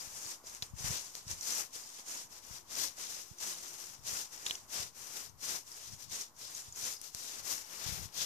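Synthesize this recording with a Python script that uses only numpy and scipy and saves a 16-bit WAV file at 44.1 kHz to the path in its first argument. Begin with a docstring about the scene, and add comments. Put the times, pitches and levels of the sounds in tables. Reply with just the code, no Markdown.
"""Frosty grass path amid fields: a walker follows a cat on a lead, in the hand a phone with two microphone ports.
Each stride swishes through grass and leaves: rubbed noise, levelled stroke by stroke, with small leaf cracks.
Stalks and leaves snap and rustles start sharply (tick, mode, band of noise); a harness tag tinks (damped modes).
Puffs of air thump on one port or the other (filtered pulses) over a weak flutter (low noise).
Far traffic hums (coloured noise) and a faint tone comes and goes (swept sine)."""
import sys
import numpy as np
from scipy import signal
from scipy.fft import rfft, irfft
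from scipy.io import wavfile
from scipy.ndimage import uniform_filter1d

SR = 44100
rng = np.random.default_rng(int(sys.argv[2]) if len(sys.argv) > 2 else 0)


def file_out(sig):
    """Save sig as 16-bit WAV at sys.argv[1]."""
    # one column per channel
    cols = np.atleast_2d(sig).T
    # limit, then scale
    lim = np.clip(cols, -1, 1)
    pcm = np.round(lim * 32767).astype(np.int16)
    wavfile.write(sys.argv[1], SR, pcm)


def invert_db(x):
    """Field ratio 10**(x/20) for x, a level in decibels (scalar or array-like)."""
    u = np.asarray(x, float) / 20
    return 10 ** u


N = 363825
T = np.arange(N) / SR
CONTROL_STEP = 64  # samples per control value

# strokes of a leg or sleeve through cloth, grass and leaves:
# (start [s], length [s], hiss at the start [dB], swell to the end [dB], left minus right [dB])
STROKES = [(0.01, 0.23, -45.5, -10.5, 7), (0.159, 0.16, -47, 4, 5), (0.47, 0.11, -49.5, -3.5, 5),
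           (0.634, 0.052, -50, -10, 3), (0.791, 0.053, -45, -2.5, 6.0), (0.856, 0.12, -39.5, -3, 7),
           (0.998, 0.12, -48, -9, 5.5), (1.155, 0.079, -47.5, -12, 3.5), (1.284, 0.025, -51.0, 12, 2),
           (1.36, 0.18, -55.5, 16, 4.5), (1.433, 0.17, -46.0, 8, 9), (1.749, 0.21, -47.5, -9.5, 5),
           (1.968, 0.028, -54.5, 4, 4), (2.083, 0.13, -44.5, -1.5, 3.0), (2.323, 0.058, -53.5, -1.0, 6.0),
           (2.435, 0.13, -57.5, 8, 7.5), (2.717, 0.061, -47, 4.5, 6.0), (2.79, 0.058, -38, 1.5, 9),
           (2.988, 0.21, -47.0, -1.0, 6.0), (3.212, 0.13, -53.5, -7.5, 10), (3.417, 0.11, -41.5, 0.5, 5.5),
           (3.575, 0.17, -50.5, 1.5, 6), (3.79, 0.16, -49, -5, 8), (4.072, 0.15, -41.5, -0.5, 6.5),
           (4.325, 0.1, -51.5, 0, 7), (4.466, 0.18, -42, -20.5, 3.5), (4.732, 0.099, -42, -1, 6.5),
           (4.967, 0.21, -52.5, 6.5, 9.5), (5.206, 0.053, -46, -4, 9), (5.435, 0.12, -43.5, 3.5, 8),
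           (5.676, 0.21, -53.5, 1.5, 6), (5.929, 0.011, -52.0, 0, 5), (5.992, 0.049, -55, 0.5, 9.5),
           (6.125, 0.091, -43.5, -1, 3.5), (6.394, 0.2, -50.5, 0.5, 6.5), (6.567, 0.21, -47.5, -19.5, 2.5),
           (6.765, 0.11, -47.0, 7.5, 6), (6.9, 0.043, -44, -4, 9), (7.034, 0.038, -49.5, -1, 10),
           (7.157, 0.24, -48.5, 0, 7.0), (7.458, 0.06, -45, 7, 10.5), (7.535, 0.082, -42, -9.5, 9),
           (7.662, 0.24, -54.5, 9.5, 10), (7.926, 0.12, -45.5, -6.0, 10.5), (8.161, 0.064, -46.5, 6, 8.5)]
# slow changes of the swish's colour: (time [s], lift of the lower hiss [dB], lift of the dull part [dB])
SWISH_COLOUR = [(0, -7, -2.5), (0.9, -3.5, 0), (1.5, -1.5, -1), (2.4, 1.5, 0.5), (3.3, 0, 0),
                (4.3, -1, -0.5), (5.1, 0.5, 1.5), (6.2, 1.5, -1), (7.1, 2.5, -1.5), (7.8, 4.5, 3.5),
                (8.25, 9.5, 3)]
# snaps of stalks and leaves, sharp onsets of rustles, two low scuffs and a tag tink near 5.72 s,
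# level ahead of the common gain and the ports:
# (time [s], level [dB], ring [Hz], ring t60 [s], left minus right [dB])
SHARP_ONSETS = [(0.44, -48.5, 500, 0.013, 1), (0.549, -34, 8000, .002, 5),
                (0.6237, -26.5, 4100, 0.0056, -1), (0.628, -27.5, 4200, 0.0037, 25),
                (0.633, -42, 5200, 0.011, 1), (1.1526, -27, 5800, 0.0013, 8), (1.41, -34, 5770, 0.012, -8),
                (1.28, -39, 5540, 0.0064, 2), (1.313, -37, 6160, 0.011, 7), (1.76, -47, 464, 0.013, 6),
                (3.3854, -44, 5970, 0.011, -5), (4.463, -34, 7060, 0.006, -10),
                (4.4635, -32, 3000, 0.0049, 3), (4.4657, -24.5, 3600, 0.007, 2),
                (4.484, -38, 3740, .015, 6), (4.498, -33, 3900, 0.013, 10),
                (4.5092, -21.5, 3180, 0.006, -5), (4.552, -35.5, 3230, 0.0039, 6),
                (4.5545, -36, 5850, 0.0066, 1), (5.414, -44, 5800, 0.0074, -3),
                (5.717, -43, 5630, 0.0092, 3), (5.927, -47, 5800, 0.0073, 5), (6.098, -48, 6170, .008, 7),
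                (6.155, -41, 6340, .012, 3), (6.212, -39.5, 6260, .015, 3), (6.5491, -41.5, 6600, 0.023, 3),
                (6.7243, -44, 7000, .015, 3), (6.7596, -45, 6680, 0.012, 3),
                (7.015, -30.5, 10300, 0.0035, 15), (7.1482, -24, 8700, 0.0017, 18),
                (8.089, -46.5, 2860, 0.0034, 7)]
# knocks of the tag on the harness, ahead of the port gains: (time [s], level [dB])
TAG_KNOCKS = [(0.469, -45), (1.43, -41), (1.447, -47), (1.836, -43), (2.513, -48), (3.495, -46),
              (4.427, -50), (5.723, -48), (5.74, -47), (6.414, -50), (6.452, -45), (6.481, -48),
              (6.922, -51), (6.968, -43), (7.208, -50), (7.732, -50)]
# modes of the tag: (nominal pitch [Hz], relative level [dB], t60 [s])
TAG_MODES = [(4915, 0, .03), (4935, -10, .13)]
# eddies that hit one port: (time [s], peak [dB], port [0 left, 1 right])
PUFFS = [(0.074, -47, 0), (0.26, -48, 1), (0.627, -38, 1), (0.738, -33, 0), (0.807, -40, 0),
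         (0.846, -32, 1), (0.906, -41, 0), (0.908, -30, 1), (1.27, -45, 1), (1.269, -41, 0),
         (1.308, -44, 0), (1.333, -43, 0), (2.51, -41, 0), (3.315, -40.5, 1), (3.992, -47, 0),
         (4.129, -43, 0), (4.801, -38.5, 0), (5.934, -41, 0), (6.684, -45.5, 0), (6.788, -51, 0),
         (6.832, -46, 0), (7.15, -45, 0), (7.864, -35.5, 0), (7.891, -33.5, 0), (7.925, -32, 0),
         (7.995, -41, 0), (8.026, -42, 0), (8.057, -38.5, 0), (8.214, -48, 1)]
# gusts on the phone: (start [s], length [s], left port [dB], right port [dB])
GUSTS = [(0.07, 0.14, -68, -72), (0.74, 0.027, -52.5, -57), (0.84, 0.058, -49.5, -54),
         (1.297, 0.05, -56, -58), (2.51, 0.026, -59, -80), (2.734, 0.039, -66, -76), (3.983, .18, -60, -73),
         (4.78, .08, -59, -73), (5.228, 0.34, -64.5, -77), (5.897, 0.043, -54, -77),
         (6.047, 0.045, -55, -70), (6.697, 0.15, -60.5, -71), (7.394, .16, -63, -68), (7.89, .06, -44, -56),
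         (7.957, 0.086, -49, -63), (8.2, .06, -59, -61)]
# far tone: (time [s], pitch [Hz], level [dB])
DRONE = [(2.95, 362.5, -84), (3.5, 352, -75), (3.95, 351, -75)]
# spectrum of the fields: (frequency [Hz], relative density [dB per Hz])
FIELDS = [(88, -36.5), (150, -5), (545, -6.5), (1020, 8), (2180, -6), (4160, -17), (5850, -14),
          (9400, -9.5), (14000, -2.5)]
# swell and fade of the far traffic: (time [s], gain [dB])
TRAFFIC = [(0, 1.5), (2, -0.5), (4.5, 1), (6.3, -1.5), (8.25, 0)]
# small cavity ahead of each port: (frequency [Hz], left gain [dB], right gain [dB])
PORTS = [(190, -8, -12.5), (1170, -6, -8.5), (2090, -6, -11.5), (3050, -9, -10), (4050, -9, -11),
         (4700, -7, -11), (5830, -1.5, -7), (6960, -6, -1), (8000, -10, -8), (9400, -12.5, -11),
         (13200, -13.5, -18.5), (15700, -12.5, -18)]


def level(x, db=0):
    """Scale each channel to an rms level."""
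    return x * invert_db(db) / np.sqrt(np.mean(x ** 2, axis=-1, keepdims=True))


def curves(table):
    """Columns of a table as one value per sample."""
    time_s, *columns = np.transpose(table)
    return [np.interp(T, time_s, column) for column in columns]


def sides(db, pan_db):
    """Left and right gains of unrelated sounds whose mean has the level db."""
    tilt = invert_db(np.array([pan_db, -pan_db]) / 2)
    return 2 * invert_db(db) * tilt / np.sqrt(invert_db(pan_db) + invert_db(-pan_db))


def colour(x, hz, db):
    """Causal filter through (Hz, dB) points, from the cepstrum of the log gain."""
    grid_hz = np.arange(513) * SR / 1024
    gain_db = np.interp(np.log(grid_hz + 1), np.log(hz), db)
    cepstrum = irfft(np.log(invert_db(gain_db)))
    # fold the negative times onto the positive ones
    cepstrum[1:512] *= 2
    cepstrum[513:] = 0
    impulse = irfft(np.exp(rfft(cepstrum)))
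    return signal.fftconvolve(x, impulse)[:N]


def ports(x):
    """Colour of the two port cavities."""
    hz, left_db, right_db = np.transpose(PORTS)
    return np.array([colour(x[0], hz, left_db), colour(x[1], hz, right_db)])


def cut(x, hz, kind, order=2):
    """Causal Butterworth filter."""
    return signal.sosfilt(signal.butter(order, hz, kind, fs=SR, output="sos"), x)


def part(x, hz, kind):
    """A part of the spectrum, in phase with the whole."""
    return signal.sosfiltfilt(signal.butter(2, hz, kind, fs=SR, output="sos"), x)


def walk(rate_hz):
    """Random levels held 1 / rate_hz and slewed twice."""
    hold = int(SR / rate_hz)
    steps = np.repeat(rng.standard_normal(N // hold + 1), hold)
    return 1.01 * uniform_filter1d(uniform_filter1d(steps, hold), hold)[:N]


def add(track, time_s, shape):
    """Mix a short sound in at a time."""
    i = int(time_s * SR)
    track[..., i:i + shape.shape[-1]] += shape[..., :N - i]


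def ring(hz, t60_s, phase=0.):
    """A struck mode: a sine that decays exponentially."""
    t = np.arange(int(t60_s * SR)) / SR
    return np.sin(2 * np.pi * hz * t + phase) * np.exp(-np.log(1000) * t / t60_s)


def bursts(start_s, length_s, db, swell_db, rise_db_s, fall_db_s):
    """Power of each event over time: a steep rise, a hold that swells or fades, a steep fall."""
    t = T[::CONTROL_STEP] - start_s[:, None]
    length_s = np.maximum(length_s, .005)[:, None]
    held_db = db[:, None] + swell_db[:, None] * np.clip(t / length_s, 0, 1)
    before_db = rise_db_s * np.maximum(-t, 0)
    after_db = fall_db_s * np.maximum(t - length_s, 0)
    return invert_db(2 * (held_db - before_db - after_db))


def smooth(control):
    """Round the corners of a control over 15 ms and give one value per sample."""
    return np.interp(T, T[::CONTROL_STEP], uniform_filter1d(control, size=10))


def strokes():
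    """Level of all strokes together, and their direction, weighted by each stroke's power."""
    still_power = invert_db(2 * -81.5)  # hiss between strokes
    start_s, length_s, db, swell_db, pan_db = np.transpose(STROKES)
    power = bursts(start_s, length_s, db, swell_db, rise_db_s=452, fall_db_s=280)
    total = power.sum(axis=0) + still_power
    pan = (pan_db @ power + pan_db.mean() * still_power) / total
    return 10 * np.log10(smooth(total)), smooth(pan)


def slips(scatter_db, patchy_db):
    """Dense tiny slips of fibres, a few much larger, in quick patches."""
    size_db = scatter_db * np.minimum(rng.exponential(size=N), 5)
    return rng.standard_normal(N) * invert_db(size_db + patchy_db * walk(180))


def rubbing(shared, scatter_db, patchy_db):
    """Spots below the phone reach the left port first, each by its own lag; the rest scatters to each port alone."""
    direct = 0
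    for lag in range(14, 19):  # samples
        spot = slips(scatter_db, patchy_db)
        direct = direct + np.array([spot, np.roll(spot, lag)])
    scattered = np.array([slips(scatter_db, patchy_db) for _ in range(2)])
    # shared is a share of power
    return ports(np.sqrt(shared) * level(direct) + np.sqrt(1 - shared) * level(scattered))


def swish():
    """Fine fibres hiss, larger folds give a duller part; the ports differ less in the lows."""
    db, pan_db = strokes()
    # the pressure of the stride is uneven
    db = db + 1.2 * walk(45)
    low_lift_db, dull_lift_db = curves(SWISH_COLOUR)
    dull_db = -12 + dull_lift_db
    low_db = -0.07 + low_lift_db
    high_db = -0.3 + 0.4 * low_lift_db + 0.53 * (pan_db - pan_db.mean())

    hiss = cut(rubbing(shared=0.31, scatter_db=2.0, patchy_db=2.0), 3634, "high", order=4)
    hiss = level(hiss, 0.51)
    # each size of fibre catches and lets go on its own
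    low = (invert_db(low_db + 3.7 * walk(22)) - 1) * part(hiss, 4470, "low")
    high = (invert_db(high_db + 0.43 * walk(13)) - 1) * part(hiss, 10600, "high")

    dull = cut(rubbing(shared=0.45, scatter_db=3.0, patchy_db=2.0), 3620, "low", order=4)
    dull = level(cut(dull, 177, "high"), 1.78)
    dull = dull * sides(db + dull_db + 1.08 * walk(15), 0.57 * pan_db)
    return (hiss + low + high) * sides(db, pan_db) + dull


def flecks():
    """Single leaves crack here and there, as loud as the strokes allow, each with its own short ring and side."""
    rate_hz, typical_hz, spread_octaves, typical_t60_s = 70, 5800, 0.402, 0.009
    offset_db, scatter_db = -4.5, 4  # against the stroke level, ahead of the common gain
    out = np.zeros((2, N))
    db, pan_db = strokes()
    for when, size, pitch, lasts, side in rng.random((int(rate_hz * N / SR), 5)):
        i = int(when * (N - 20))
        # logistic spread of pitch
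        hz = typical_hz * 2 ** (spread_octaves * np.log(pitch / (1 - pitch)) / 2)
        crack = ring(np.clip(hz, 600, 13000), typical_t60_s * (.3 + 1.4 * lasts))
        crack_db = db[i] + offset_db - scatter_db * max(np.log(size), -3)
        left, right = sides(crack_db, pan_db[i] + 14 * (side - .5))
        add(out[0], i / SR, left * crack)
        add(out[1], i / SR + .00036, right * crack)
    return invert_db(9) * ports(out)


def sharp_onsets():
    """Snaps, rustle onsets, scuffs and a tink: a sharp tick, then a short rough ring."""
    out = np.zeros((2, N))
    for time_s, db, hz, t60_s, pan_db in SHARP_ONSETS:
        band_hz = [hz / 1.45, min(hz * 1.45, .45 * SR)]
        grit = cut(rng.standard_normal(8192), band_hz, "band")
        mode = ring(hz, t60_s)
        fade = ring(0, 5.4 * t60_s, np.pi / 2)  # at 0 Hz, the bare decay
        onset = 0.47 * fade * grit[:len(fade)]
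        onset[:len(mode)] += mode
        onset[:2] += 1.5 * np.array([1, -1])  # the tick
        left, right = sides(db, pan_db)
        add(out[0], time_s, left * onset)
        add(out[1], time_s + 0.00032, right * onset)
    return invert_db(9.5) * ports(out)


def tag():
    """Short damped knocks with a faint longer ring; the swinging tag rattles softly around each one."""
    out = np.zeros(N)
    for time_s, db in TAG_KNOCKS:
        chance = rng.random((5, 3))
        knocks = [(time_s, db, chance[0, 2])]
        for when, soft, detune in chance[1:]:
            knocks.append((time_s + .14 * (when - .4), min(db, -44) - 6 - 9 * soft, detune))
        for at_s, knock_db, detune in knocks:
            for hz, mode_db, t60_s in TAG_MODES:
                mode = ring(hz * (1 + .012 * (detune - .5)), t60_s)
                add(out, at_s, invert_db(knock_db + mode_db) * mode)
    return out * invert_db(np.array([[-4.], [-1.]]))


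def breeze():
    """Strength of the flutter at each port: gusts over calm air."""
    start_s, length_s, *port_db = np.transpose(GUSTS)
    power = []
    for db, calm_db in zip(port_db, (-70, -74)):
        gusts = bursts(start_s, length_s, db, 0 * db, rise_db_s=260, fall_db_s=190)
        power.append(smooth(gusts.sum(axis=0) + invert_db(2 * calm_db)))
    return np.sqrt(power)


def wind():
    """An eddy pushes the membrane, which swings back through its vent; a weak random flutter goes on between."""
    out = np.zeros((2, N))
    t = np.arange(-.01, .06, 1 / SR)
    for time_s, peak_db, port in PUFFS:
        # at the left port the air strikes, at the right one it sweeps past: push, then pull
        if round(port):
            push = np.gradient(np.exp(-(t / 0.0026) ** 2))
        else:
            push = np.exp(-(t / 0.0021) ** 2)
        swing = cut(cut(push, 60, "high"), 45, "high", order=1)
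        add(out[int(round(port))], time_s - .0105, invert_db(peak_db) * swing / np.abs(swing).max())
    flutter = rng.standard_normal((2, N)) * invert_db(3.8 * np.array([walk(25), walk(25)]))
    flutter = cut(cut(flutter, 140, "low", order=4), 46, "high")
    return out + level(flutter) * breeze()


def drone():
    """A faint far sine of gliding pitch and wavering level that comes and goes."""
    hz, db = curves(DRONE)
    gate = np.clip(np.minimum(T - DRONE[0][0], DRONE[-1][0] - T) / 0.085, 0, 1)
    tone = np.sin(2 * np.pi * np.cumsum(hz) / SR)
    return np.sqrt(2) * gate * invert_db(db + 1.7 * walk(22)) * tone


def fields():
    """Far traffic, alike at both ports in the bass, and faint hiss: coloured noise."""
    hz, db = np.transpose([(40, -10)] + FIELDS)
    mid, left, right = (colour(rng.standard_normal(N), hz, db) for _ in range(3))
    hum = 3.7 * cut(mid, 500, "low")
    hum = hum + np.array([left, right]) * invert_db(np.array([[1.5], [-1.5]]))
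    hum = level(hum.ravel(), -63.5).reshape(2, N)  # both ports scaled as one
    return hum * invert_db(curves(TRAFFIC)[0] + 1.2 * walk(1.74) + 0.9 * walk(9))


def scene():
    """Everything that reaches the two ports."""
    return swish() + flecks() + sharp_onsets() + tag() + wind() + drone() + fields()


def roll_off(x):
    """The treble ends steeply here."""
    return signal.sosfilt(signal.butter(12, 15840, fs=SR, output="sos"), x)


def record(dry):
    """The phone cuts the top steeply and leaves a small offset."""
    low_pass = signal.ellip(10, .3, 65, 14440, fs=SR, output="sos")
    mix = signal.sosfilt(low_pass, dry) - .0003
    return roll_off(mix)


dry = scene()
out = record(dry)
file_out(out)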